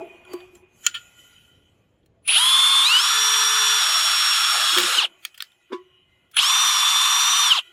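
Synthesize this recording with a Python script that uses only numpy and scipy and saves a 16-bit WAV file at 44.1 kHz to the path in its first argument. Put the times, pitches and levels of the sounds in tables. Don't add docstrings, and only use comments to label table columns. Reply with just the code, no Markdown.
import sys
import numpy as np
from scipy import signal
from scipy.io import wavfile
from scipy.ndimage import uniform_filter1d

SR = 44100
rng = np.random.default_rng(int(sys.argv[2]) if len(sys.argv) > 2 else 0)


def how_loud(loudness_db):
    steps = np.asarray(loudness_db, float) / 20
    return 10 ** steps


def transcribe(u):
    v = np.clip(np.atleast_2d(u).T, -1, 1)
    q = np.round(v * 32767).astype(np.int16)
    wavfile.write(sys.argv[1], SR, q)


N = 340452

# [f/Hz, level/dB per Hz]
HUM_COLOUR = [(20, -26), (100, -3), (130, -10), (500, -17), (1000, -30.5), (3000, -38), (9000, -59.5)]
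# [t/s, pole ring/dB, housing ring/dB, skin hiss/dB, decay/dB per s]
HAND_STROKES = [(.01, -48, -64, -67, 36), (.15, -51.5, -71, -72, 30), (.33, -44, -56, -59.5, 90),
                (.42, -57, -66, -71, 108), (.57, -62, -71, -61.5, 301), (.83, -66, -73, -55.5, 81.5),
                (.9, -75, -48, -61, 53.5), (1.0, -72, -54, -60.5, 30), (1.19, -69, -56, -58.5, 38.5),
                (1.31, -73, -54.5, -63.5, 43), (1.55, -76, -63, -72.5, 48), (5.07, -58.5, -58.5, -68, 59),
                (5.2, -76, -64.5, -68.5, 19), (5.44, -80, -59, -67, 70), (5.62, -78, -62.5, -85, 25),
                (5.78, -66.5, -62, -86, 26.5), (6.1, -69.5, -67, -79.5, 13.5), (7.62, -66.5, -50, -65, 43)]
RESTING_DB = (-75, -86, -93)
# [f/Hz, level/dB, t60/s]
POLE_MODES = [(251, -29, 0.23), (355, 11, 0.16), (424, -23.5, 0.11), (1002, -2, 0.16), (1110, -2, 0.14),
              (1250, -29, 0.11)]
# [f/Hz, width/Hz, level/dB]
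HOUSING_MODES = [(1420, 44, -3), (1980, 100, -6), (2460, 80, -6.5), (2580, 48, -6), (3037, 110, 0),
                 (3290, 150, -10.5), (3880, 75, -10.5)]
# [f/Hz, level/dB per Hz]
SKIN_COLOUR = [(3800, -10), (4700, -15), (5300, -13), (7000, -2), (8600, -16.5), (10200, -8.5),
               (15500, -17.5)]
# [t/s, level/dB, rise/dB per s, decay/dB per s]
PALM_SLIDES = [(.01, -55.5, 100, 18), (.32, -51.5, 150, 60), (.42, -67, 150, 70), (.56, -60, 209, 149),
               (1.0, -64, 151, 22), (5.08, -61, 200, 50), (5.3, -68, 100, 20), (5.46, -69, 200, 37),
               (5.77, -69, 200, 19)]
# [f/Hz, level/dB per Hz]
PALM_COLOUR = [(500, -4.5), (1150, -6), (1750, -10.5), (2450, -1.5), (3250, -7.5), (3700, -20)]
# [t/s, level/dB, rise/dB per s, decay/dB per s]
SONGS = [(0.2, -53, 2, 36.5), (.9, -64.5, 301, 32.5), (5.14, -66, 136.5, 22), (.33, -54.5, 420, 179.5),
         (0.94, -49, 246, 134), (1.2, -59.5, 90.5, 60), (0.94, -56, 301, 41), (5.9, -64, 83, 36),
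         (8.4, -66, 105, 30), (6.14, -72.5, 58, 60), (5.79, -58.5, 396, 70), (5.78, -69.5, 398, 51),
         (0.31, -44.5, 397, 62.5)]
SONG_HZ = [2465, 2560, 2500, 4620, 7000, 3025, 1420, 2900, 2760, 2070, 368, 1070, 366]
# [t/s, peak/dB, contact/ms, tilt/dB per octave, touched spot f/Hz]
SNAP_EVENTS = [
    (.2503, -42.5, 1.9, -6, 9800),
    (.334, -30.5, 3, 9, 8400),
    (.4035, -41.5, 2.2, -2.5, 3400),
    (.5504, -41, 4, 0.5, 7470),
    (.8657, 0.5, 0.09, 0.5, 6800),
    (.8683, .5, 0.14, -3.5, 7150),
    (.9421, -19.5, 12, -4.5, 3070),
    (2.0292, -66, 5.4, -5, 3280),
    (2.06, -53.5, 2.8, 4, 4200),
]
# [f/Hz, level/dB, t60/s]
CLIP_MODES = [(1420, -9.5, 0.084), (1810, -15, 0.049), (2670, -16, 0.09), (3044, -10.5, 0.038),
              (3200, -1.5, 0.032), (4200, -12.5, 0.027), (5720, -22, 0.028), (7000, -8, 0.041),
              (8220, -13.5, 0.031), (10550, -13, 0.025)]
# [t/s, peak/dB, contact/ms, tilt/dB per octave, touched spot f/Hz]
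KNOCK_EVENTS = [(.305, -40.5, 15, -10, 362), (.334, -23.5, 4, -2, 357), (.545, -45, 8.5, -8, 730),
                (4.725, -39.5, 8.1, -7, 350), (4.762, -24.5, 5, -6, 350), (4.775, -20.5, 2.4, 1, 522),
                (4.798, -34, 6, -8, 345), (4.832, -29, 5.9, -8, 342), (4.965, -36.5, 15, -8, 370),
                (5.698, -36, 14, 0, 375), (5.72, -18.5, 6.8, 3, 369.4)]
# [t/s, peak/dB, contact/ms, tilt/dB per octave, touched spot f/Hz]
CLICK_EVENTS = [(2.2768, -22, 1.5, -2.5, 3800), (4.7743, -7.5, 1.5, -5, 3165), (4.783, -6, 2.7, -3.5, 2362),
                (4.801, -11, 1.9, -4, 4360), (4.834, -11.5, 2.5, -7, 2984), (5.251, -13.5, 1.4, -3, 3550),
                (5.343, -38.5, 5.4, -4.5, 3200), (5.377, -32, 3.8, -2, 2700),
                (5.4046, -18, 1.3, -8.5, 3320), (5.4243, -10.5, 0.3, -2.5, 4440),
                (5.519, -47.5, 1.3, -4.5, 8040), (5.724, -28, 11, -12.5, 2190),
                (6.3135, -46.5, 4.5, 6, 8350), (6.3678, -6, 1.5, -6.5, 7940)]
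# [f/Hz, level/dB, t60/s]
LID_MODES = [(1390, -16, 0.021), (1860, -15, 0.028), (2700, -14, 0.037), (3400, 2, 0.013),
             (4660, -6, 0.019), (6276, -3.5, 0.0036), (9150, -1.5, 0.0076), (13300, -6, 0.0074)]
# [start t/s, stop t/s]
RUNS = [
    (2.274, 5.078),
    (6.3665, 7.618),
]
# [t/s, goal f/Hz, lag/s]
PULLS = [(2.268, 298, .206), (2.321, 640, .2), (2.382, 253.6, .02), (2.42, 270.5, .08), (2.84, 510, .208),
         (2.93, 374.4, .021), (2.98, 434.6, .033), (3.79, 428.5, .02), (3.85, 420.9, .8), (4.6, 397.8, .3),
         (4.77, 422.9, .03), (4.937, 300, .153), (4.983, -3000, 1.0), (5.005, -3000, .88), (6.357, 400, .1),
         (6.378, 2000, .3), (6.417, 447.5, .032), (6.7, 427.4, .051), (6.77, 442.7, .1), (7.16, 450.7, .1),
         (7.445, 300, .3), (7.495, -3000, 1.7), (7.522, -3000, 1.15), (7.57, -3000, .85)]
# [start t/s, end t/s, fade/s, upper whistle/dB, lower whistle/dB]
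CHOPPING = [
    (2.263, 2.84, 0.24, -22.5, -33),
    (6.353, 6.392, 0.014, -22.5, -43),
]
# [t/s, load/dB]
GEAR_LOAD = [(2.44, -3.5), (2.7, 3.5), (3.1, -0.5), (3.8, -0.5), (4.4, -2.5), (4.76, -4), (4.82, -12),
             (4.93, -12.5), (4.99, 1), (5.02, -12), (6.405, -9), (6.44, -1.5), (6.47, 4), (6.7, -1.5),
             (7.0, 2), (7.44, 1), (7.52, 4.5), (7.55, -12)]
# [f/Hz, level/dB]
MAGNET_PATH = [(900, -66.5), (1500, -29), (2150, -39.5), (2600, -23), (2950, -15), (3200, -20.5),
               (3320, -30.5), (3500, -24)]
# [f/Hz, level/dB]
GEAR_PATH = [(1500, -60.5), (2500, -30), (3150, -18), (3500, -21.5), (3900, -17.5), (4600, -34),
             (5400, -24.5), (5750, -25)]
# [start t/s, end t/s, level/dB]
BINDING = [
    (4.5, 4.79, 8.5),
]
ORDERS = [4, 7, 12, 14, 16, 20, 24, 26, 32]
# [level/dB, rise under torque/dB, change when braking/dB]
ORDER_LEVELS = [(-21.5, -3.5, 4), (-59.5, -3, -5.2), (-39, 3.5, 2), (-52, -1.5, 3), (-35, 9, -11),
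                (-36, 4, 1), (-45.5, 9.5, -7), (-42.5, 8.5, -8), (-55, 17, -7.5)]
# [f/Hz, level/dB]
CASING_PATH = [(300, -88.5), (650, -16.5), (1070, -8.5), (1750, -19), (2300, -13.5), (2700, 6.5),
               (3200, 13.5), (3800, 4.5), (4500, -2.5), (5500, -2.5), (7000, -5), (9000, -8), (11500, 0.5)]
# [f/Hz, level/dB per Hz]
RASP_COLOUR = [(210, -73.5), (350, -33), (417, -56), (477, -41), (708, -33), (831, -12.5), (960, -11.5),
               (1250, 6.5), (2220, -12.5), (2600, -10), (3380, -25), (5720, -120)]
# [f/Hz, level/dB per Hz]
RATTLE_COLOUR = [(1700, -15), (2200, -10), (2600, -5), (3000, -2.5), (3700, -1), (4300, -6), (5000, -12.5),
                 (6000, -23.5)]
# [f/Hz, level/dB per Hz]
AIR_COLOUR = [(4300, -27), (5200, -0.5), (6100, -3.5), (6900, 3), (7600, -1), (8500, 0.5), (9500, -3.5),
              (10400, -5), (12000, -9.5), (15500, -17)]
# [start t/s, end t/s, level/dB]
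SKIMMING = [
    (2.4, 3.8, -35),
    (6.4, 7.55, -37),
]
# [start t/s, end t/s, level/dB]
WOBBLES = [
    (2.91, 3.04, -46.5),
    (3.07, 3.82, -47.5),
    (6.66, 6.91, -62),
]
# [start t/s, end t/s, level/dB]
BITING = [
    (3.79, 5.07, -43),
    (6.4, 7.61, -67),
]
# [f/Hz, width/Hz, level/dB]
GROAN_MODES = [(491.4, 40, -5.5), (604, 28, -5), (676, 87, -1), (850, 180, .5)]
# [start t/s, end t/s, level/dB]
SHUDDERING = [
    (4.765, 4.88, -38.5),
]
# [t/s, level/dB, rise/dB per s, decay/dB per s]
BREAKTHROUGH = [
    (4.8, -39.5, 398, 42),
]
# [f/Hz, width/Hz, level/dB]
SHAKE_MODES = [(350, 28, -2.5), (501, 57, 3.5)]
# [f/Hz, level/dB]
SMEAR_COLOUR = [(300, -41.5), (900, -39.5), (1300, -8), (4000, -16.5), (15000, -14.5)]
# [f/Hz, level/dB]
SIDE_COLOUR = [(300, -50), (2500, -48), (4000, -37), (5600, -25), (8000, -21.5), (15000, -18)]


def evened(x):
    return x / np.sqrt(np.mean(x ** 2) + 1e-20)


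def read(points, hz):
    f, value = np.transpose(points)
    return np.interp(np.log(hz + 1), np.log(f + 1), value)


def add(mix, s, sound):
    part = mix[round(s * SR):][:len(sound)]
    part += sound[:len(part)]


def wander(per_s):
    span = max(round(SR / per_s), 2)
    once = uniform_filter1d(rng.standard_normal(N), span)
    return evened(uniform_filter1d(once, span))


def noise(shape_db, patchy_db, size=512):
    hz = np.fft.rfftfreq(size, 1 / SR)
    a, b, patches = rng.standard_normal((N * 4 // size + 5, len(hz), 3)).T
    patches = uniform_filter1d(patches, size=size // 128, axis=0)
    patches = evened(uniform_filter1d(patches, size=8, axis=1))
    z = (a + 1j * b) * how_loud(shape_db(hz)[:, None] + patchy_db * patches)
    return evened(signal.istft(z, nperseg=size, noverlap=size * 3 // 4)[1][:N])


def table(points):
    low, high = points[0][0], points[-1][0]
    return lambda hz: read(points, hz) - 60 * ((hz < low) | (hz > high))


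def humps(peaks, sharpness=1):
    def shape_db(hz):
        power = sum(how_loud(2 * db) / (1 + (2 * (hz - f) / w) ** 2) for f, w, db in peaks)
        return sharpness * 10 * np.log10(power)
    return shape_db


def tone(turns, level_db, shimmer_db):
    level = np.sqrt(2) * how_loud(level_db + shimmer_db * wander(per_s=51))
    return level * np.cos(2 * np.pi * (turns + rng.random()))


def held(spans, rise_s, fall_s, depth_db=40):
    t = np.arange(N) / SR
    levels = []
    for a, b, db in spans:
        opening = np.minimum((t - a) / rise_s, (b - t) / fall_s)
        levels.append(db - depth_db * (1 - np.minimum(opening, 1)))
    return np.maximum(np.max(levels, axis=0), -140)


def stroke(s, db, rise, decay):
    t = np.arange(N) / SR - s
    return db + np.minimum(rise * t, -decay * t)


def smeared(x, shape):
    hz, _, z = signal.stft(x, SR, nperseg=3072, noverlap=2048)
    coarse = np.sqrt(abs(uniform_filter1d(abs(z) ** 2, size=24, axis=0)))
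    z = coarse * np.exp(2j * np.pi * rng.random(z.shape)) * how_loud(read(shape, hz))[:, None]
    return signal.istft(z, SR, nperseg=3072, noverlap=2048)[1][:N]


def hum():
    hold_s, recover_s, fall_s = 0.51, 1.05, 0.23
    t = np.arange(N) / SR
    ducks = []
    for a, b in RUNS:
        recovery = np.clip(1 - (t - b - hold_s) / recover_s, 0, 1)
        ducks.append(np.clip((t - a) / fall_s, 0, 1) * recovery)
    level_db = -63.5 - 13.5 * np.max(ducks, axis=0)
    return noise(table(HUM_COLOUR), patchy_db=1.5, size=2048) * how_loud(level_db)


def rubbing():
    pole_peaks = [(f, 20, db) for f, db, _ in POLE_MODES]
    pole_peaks += [(670, 25, 3.5), (820, 20, -2.5), (1160, 46, -7.5)]
    pole = noise(humps(pole_peaks), patchy_db=7.0, size=2048)
    housing = noise(humps(HOUSING_MODES, 1.35), patchy_db=3, size=2048)
    skin = noise(table(SKIN_COLOUR), patchy_db=4.5, size=1024)
    out = np.zeros(N)
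    for k, layer in enumerate((pole, housing, skin)):
        touches = [stroke(row[0], row[k + 1], 201.5, row[-1]) for row in HAND_STROKES]
        out += layer * how_loud(np.maximum(np.max(touches, axis=0), RESTING_DB[k]))
    return out


def palm():
    level_db = np.max([stroke(*row) for row in PALM_SLIDES], axis=0)
    return noise(table(PALM_COLOUR), patchy_db=2.0, size=1024) * how_loud(level_db)


def singing():
    waver = wander(per_s=730)
    out = np.zeros(N)
    for hz, row in zip(SONG_HZ, SONGS):
        pitch = hz * (1 + 0.012 * (hz / 7000) ** 2 * waver)
        out += tone(np.cumsum(pitch) / SR, stroke(*row), 3.9)
    return out


def blows(events, modes, crack_db, low_hz, scatter, ring, spot_db, spot_t60, tail_db):
    out, t = np.zeros(N), np.arange(SR // 2) / SR
    luck = rng.standard_normal((len(events), 3000 + len(modes) + 1))
    band = signal.butter(2, [1200, 5200], "band", fs=SR, output="sos")
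    tail = signal.sosfilt(band, rng.standard_normal(len(t))) * how_loud(-60 * t / 0.11)
    thin = signal.butter(6, low_hz, "high", fs=SR, output="sos")
    for (s, db, contact_ms, tilt_db, spot_hz), row in zip(events, luck):
        u = t[:3000] / (max(contact_ms, .05) / 1000)
        push = row[:3000] * np.sqrt(u) * np.exp(-u)
        push[0] = 4.5 * np.exp(-contact_ms)
        grip = 1 + scatter * row[3000:]
        body = np.zeros(len(t))
        for (f, mode_db, t60), g in zip(modes + [(spot_hz, spot_db, spot_t60)], grip):
            decay_db = 60 * t / (t60 * max(ring, .1))
            level = how_loud(mode_db + tilt_db * np.log2(f / 3000) - decay_db)
            body += level * np.sin(2 * np.pi * f * g * t)
        body += how_loud(tail_db + 10) * abs(body).max() * tail
        body[0] = how_loud(crack_db + 2 * tilt_db) * abs(body).max()
        sound = signal.sosfilt(thin, signal.fftconvolve(push, body))
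        add(out, s - .0005, how_loud(db) * sound / abs(sound).max())
    return out


def snaps():
    return blows(SNAP_EVENTS, CLIP_MODES, 3.3, 1400, 0.0033, ring=.7,
                 spot_db=5, spot_t60=.025, tail_db=-35)


def knocks():
    return blows(KNOCK_EVENTS, POLE_MODES, -33, 251, 0.0015, ring=1.0,
                 spot_db=6, spot_t60=0.16, tail_db=-71.5)


def shaft():
    rotor_s = .015
    t, speed, now = np.arange(N) / SR, np.zeros(N), 0
    ends = [row[0] for row in PULLS[1:]] + [N / SR]
    for (s, goal, lag), end in zip(PULLS, ends):
        part = slice(round(s * SR), round(end * SR) + 1)
        speed[part] = np.maximum(goal + (now - goal) * np.exp((s - t[part]) / lag), 0)
        now = speed[part][-1]
    return uniform_filter1d(speed, size=round(rotor_s * SR)) + 1


def running():
    return held([(a, b, 0) for a, b in RUNS], rise_s=0.0045, fall_s=0.023, depth_db=22.5)


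def braking(speed):
    return np.clip(-uniform_filter1d(np.gradient(speed), size=400) * SR / 3000, 0, 1)


def whistle(turns):
    chop_hz, start_s = 9800, .014
    t = np.arange(N) / SR
    a, b, fade, up, low = CHOPPING[0]
    sag_db = 11.5 * np.tanh(np.maximum(t - a, 0) / .25) ** 2
    upper_db = held([(a, b + fade, up)], start_s, fade) - sag_db
    lower_db = held([(a, b + fade, low)], start_s, fade, depth_db=31.5)
    a, b, fade, up, low = CHOPPING[1]
    upper_db = np.maximum(upper_db, held([(a, b + fade, up)], start_s, fade))
    lower_db = np.maximum(lower_db, held([(a, b, low)], start_s, fade))
    carrier, poles = chop_hz * t, 4 * turns
    out = tone(carrier + poles, upper_db, 1.2)
    out += tone(carrier - poles, lower_db, 0.4)
    return out + tone(carrier + 2 * poles, upper_db - 15.5, 1.2)


def whines(turns, speed):
    magnet, gear = 8, 13
    brake = braking(speed)
    load_db = running() + np.interp(np.arange(N) / SR, *np.transpose(GEAR_LOAD))
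    strain_db = np.maximum(held(BINDING, 0.18, .01, depth_db=15), 0) + 3.5 * brake
    magnet_db = read(MAGNET_PATH, magnet * speed) + load_db + strain_db + 1.1 * wander(per_s=3.3)
    gear_db = read(GEAR_PATH, gear * speed) + load_db - 12 * brake + 2.3 * wander(per_s=4.5)
    return tone(magnet * turns, magnet_db, 0.84) + tone(gear * turns, gear_db, 1.4)


def weak_orders(turns, hz, speed):
    pull = abs(uniform_filter1d(np.gradient(speed), size=800)) * SR
    torque, brake, running_db = np.minimum(pull / 2500, 1), braking(speed), running()
    out = np.zeros(N)
    for k, (db, pull_db, brake_db) in zip(ORDERS, ORDER_LEVELS):
        level_db = db + pull_db * torque + brake_db * brake
        out += tone(k * turns, level_db + running_db + read(CASING_PATH, k * hz), 0.94)
    return out


def rasp(halvings, planet, noise_db):
    first = noise(table(RASP_COLOUR), patchy_db=1.5)
    second = noise(lambda hz: table(RASP_COLOUR)(1.117 * hz), patchy_db=0.0)
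    scrape = np.where(np.arange(N) > 6 * SR, second, first)
    return scrape * how_loud(-26.5 - 5.5 * halvings + noise_db + 0.55 * wander(per_s=60) + .4 * planet)


def rattle(turns, speed, halvings, planet, grit, noise_db):
    slow = np.clip((215 - speed) / 50, 0, 1)
    slack_db = slow * np.where(np.gradient(speed) > 0, 10, -1.5)
    slack_db -= 8.5 * np.clip(1 - speed / 42, 0, 1)
    chatter = noise(humps([(2800, 560, 0)], 2), patchy_db=5)
    chatter *= how_loud(1.1 * grit + 3 * np.cos(8 * np.pi * turns))
    teeth = np.sqrt(1 - 0.83 * slow) * noise(table(RATTLE_COLOUR), patchy_db=1.5)
    level_db = -23.5 - 2.5 * np.minimum(halvings, 1.5) + slack_db + noise_db
    return (teeth + 0.84 * slow * chatter) * how_loud(level_db + 0.5 * grit + 1.0 * planet)


def fan_air(speed, halvings, planet, grit, noise_db):
    level_db = -28.5 - 3.5 * halvings + noise_db - 7 * braking(speed)
    beat_db = 1.1 * planet + 2.2 * (2 * planet ** 2 - 1)
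    return noise(table(AIR_COLOUR), patchy_db=1.55) * how_loud(level_db + beat_db + 0.45 * grit)


def clicks():
    return blows(CLICK_EVENTS, LID_MODES, 13, 1400, 0.055, ring=0.83,
                 spot_db=-5, spot_t60=.015, tail_db=-32)


def skim():
    colour = [(760, -25.5), (880, -6.0), (1050, 4.0), (1200, -6)]  # f/Hz, level/dB per Hz
    return noise(table(colour), patchy_db=1.5) * how_loud(held(SKIMMING, 0.046, 0.024, depth_db=18))


def wobble(turns):
    first = tone(turns, held(WOBBLES, 0.087, 0.047, depth_db=21.5), 1.1)
    return first + tone(4 * turns, held(WOBBLES, .06, 0.034, depth_db=26) + 11.5, 1.1)


def groan():
    level_db = held(BITING, 0.018, 0.015, depth_db=13.5)
    return noise(humps(GROAN_MODES, 3), patchy_db=4.5, size=2048) * how_loud(level_db)


def shudder(turns):
    return tone(turns / 2, held(SHUDDERING, .01, 0.022, depth_db=20.5), 1.8)


def shake():
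    level_db = stroke(*BREAKTHROUGH[0]) + running()
    return noise(humps(SHAKE_MODES, 2), patchy_db=5.5, size=1024) * how_loud(level_db)


def drill():
    speed = shaft()
    hz = speed * (1 + 0.00073 * wander(per_s=120))
    turns = np.cumsum(hz) / SR
    planet = np.cos(2 * np.pi * turns * 4 / 9)
    grit = wander(per_s=400)
    halvings = np.log2(430 / np.maximum(speed, 45))
    noise_db = running() - 0.5 * braking(speed)
    out = whistle(turns) + whines(turns, speed) + weak_orders(turns, hz, speed)
    out += rasp(halvings, planet, noise_db)
    out += rattle(turns, speed, halvings, planet, grit, noise_db)
    out += fan_air(speed, halvings, planet, grit, noise_db)
    out += skim() + wobble(turns) + groan() + shudder(turns) + shake()
    return signal.sosfilt(signal.butter(4, 300, "high", fs=SR, output="sos"), out)


def scene():
    hands = rubbing() + palm() + singing()
    contacts = snaps() + knocks() + clicks()
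    return np.tile(hum() + hands + contacts + drill(), (2, 1))


def top_cut(x):
    return signal.sosfilt(signal.butter(12, 16520, fs=SR, output="sos"), x)


def record(dry):
    mid = np.clip(dry[0], -1, 1)
    side = smeared(mid, SIDE_COLOUR)
    mix = mid + smeared(mid, SMEAR_COLOUR) + np.array([side, -side])
    return top_cut(mix)


dry = scene()
out = record(dry)
transcribe(out)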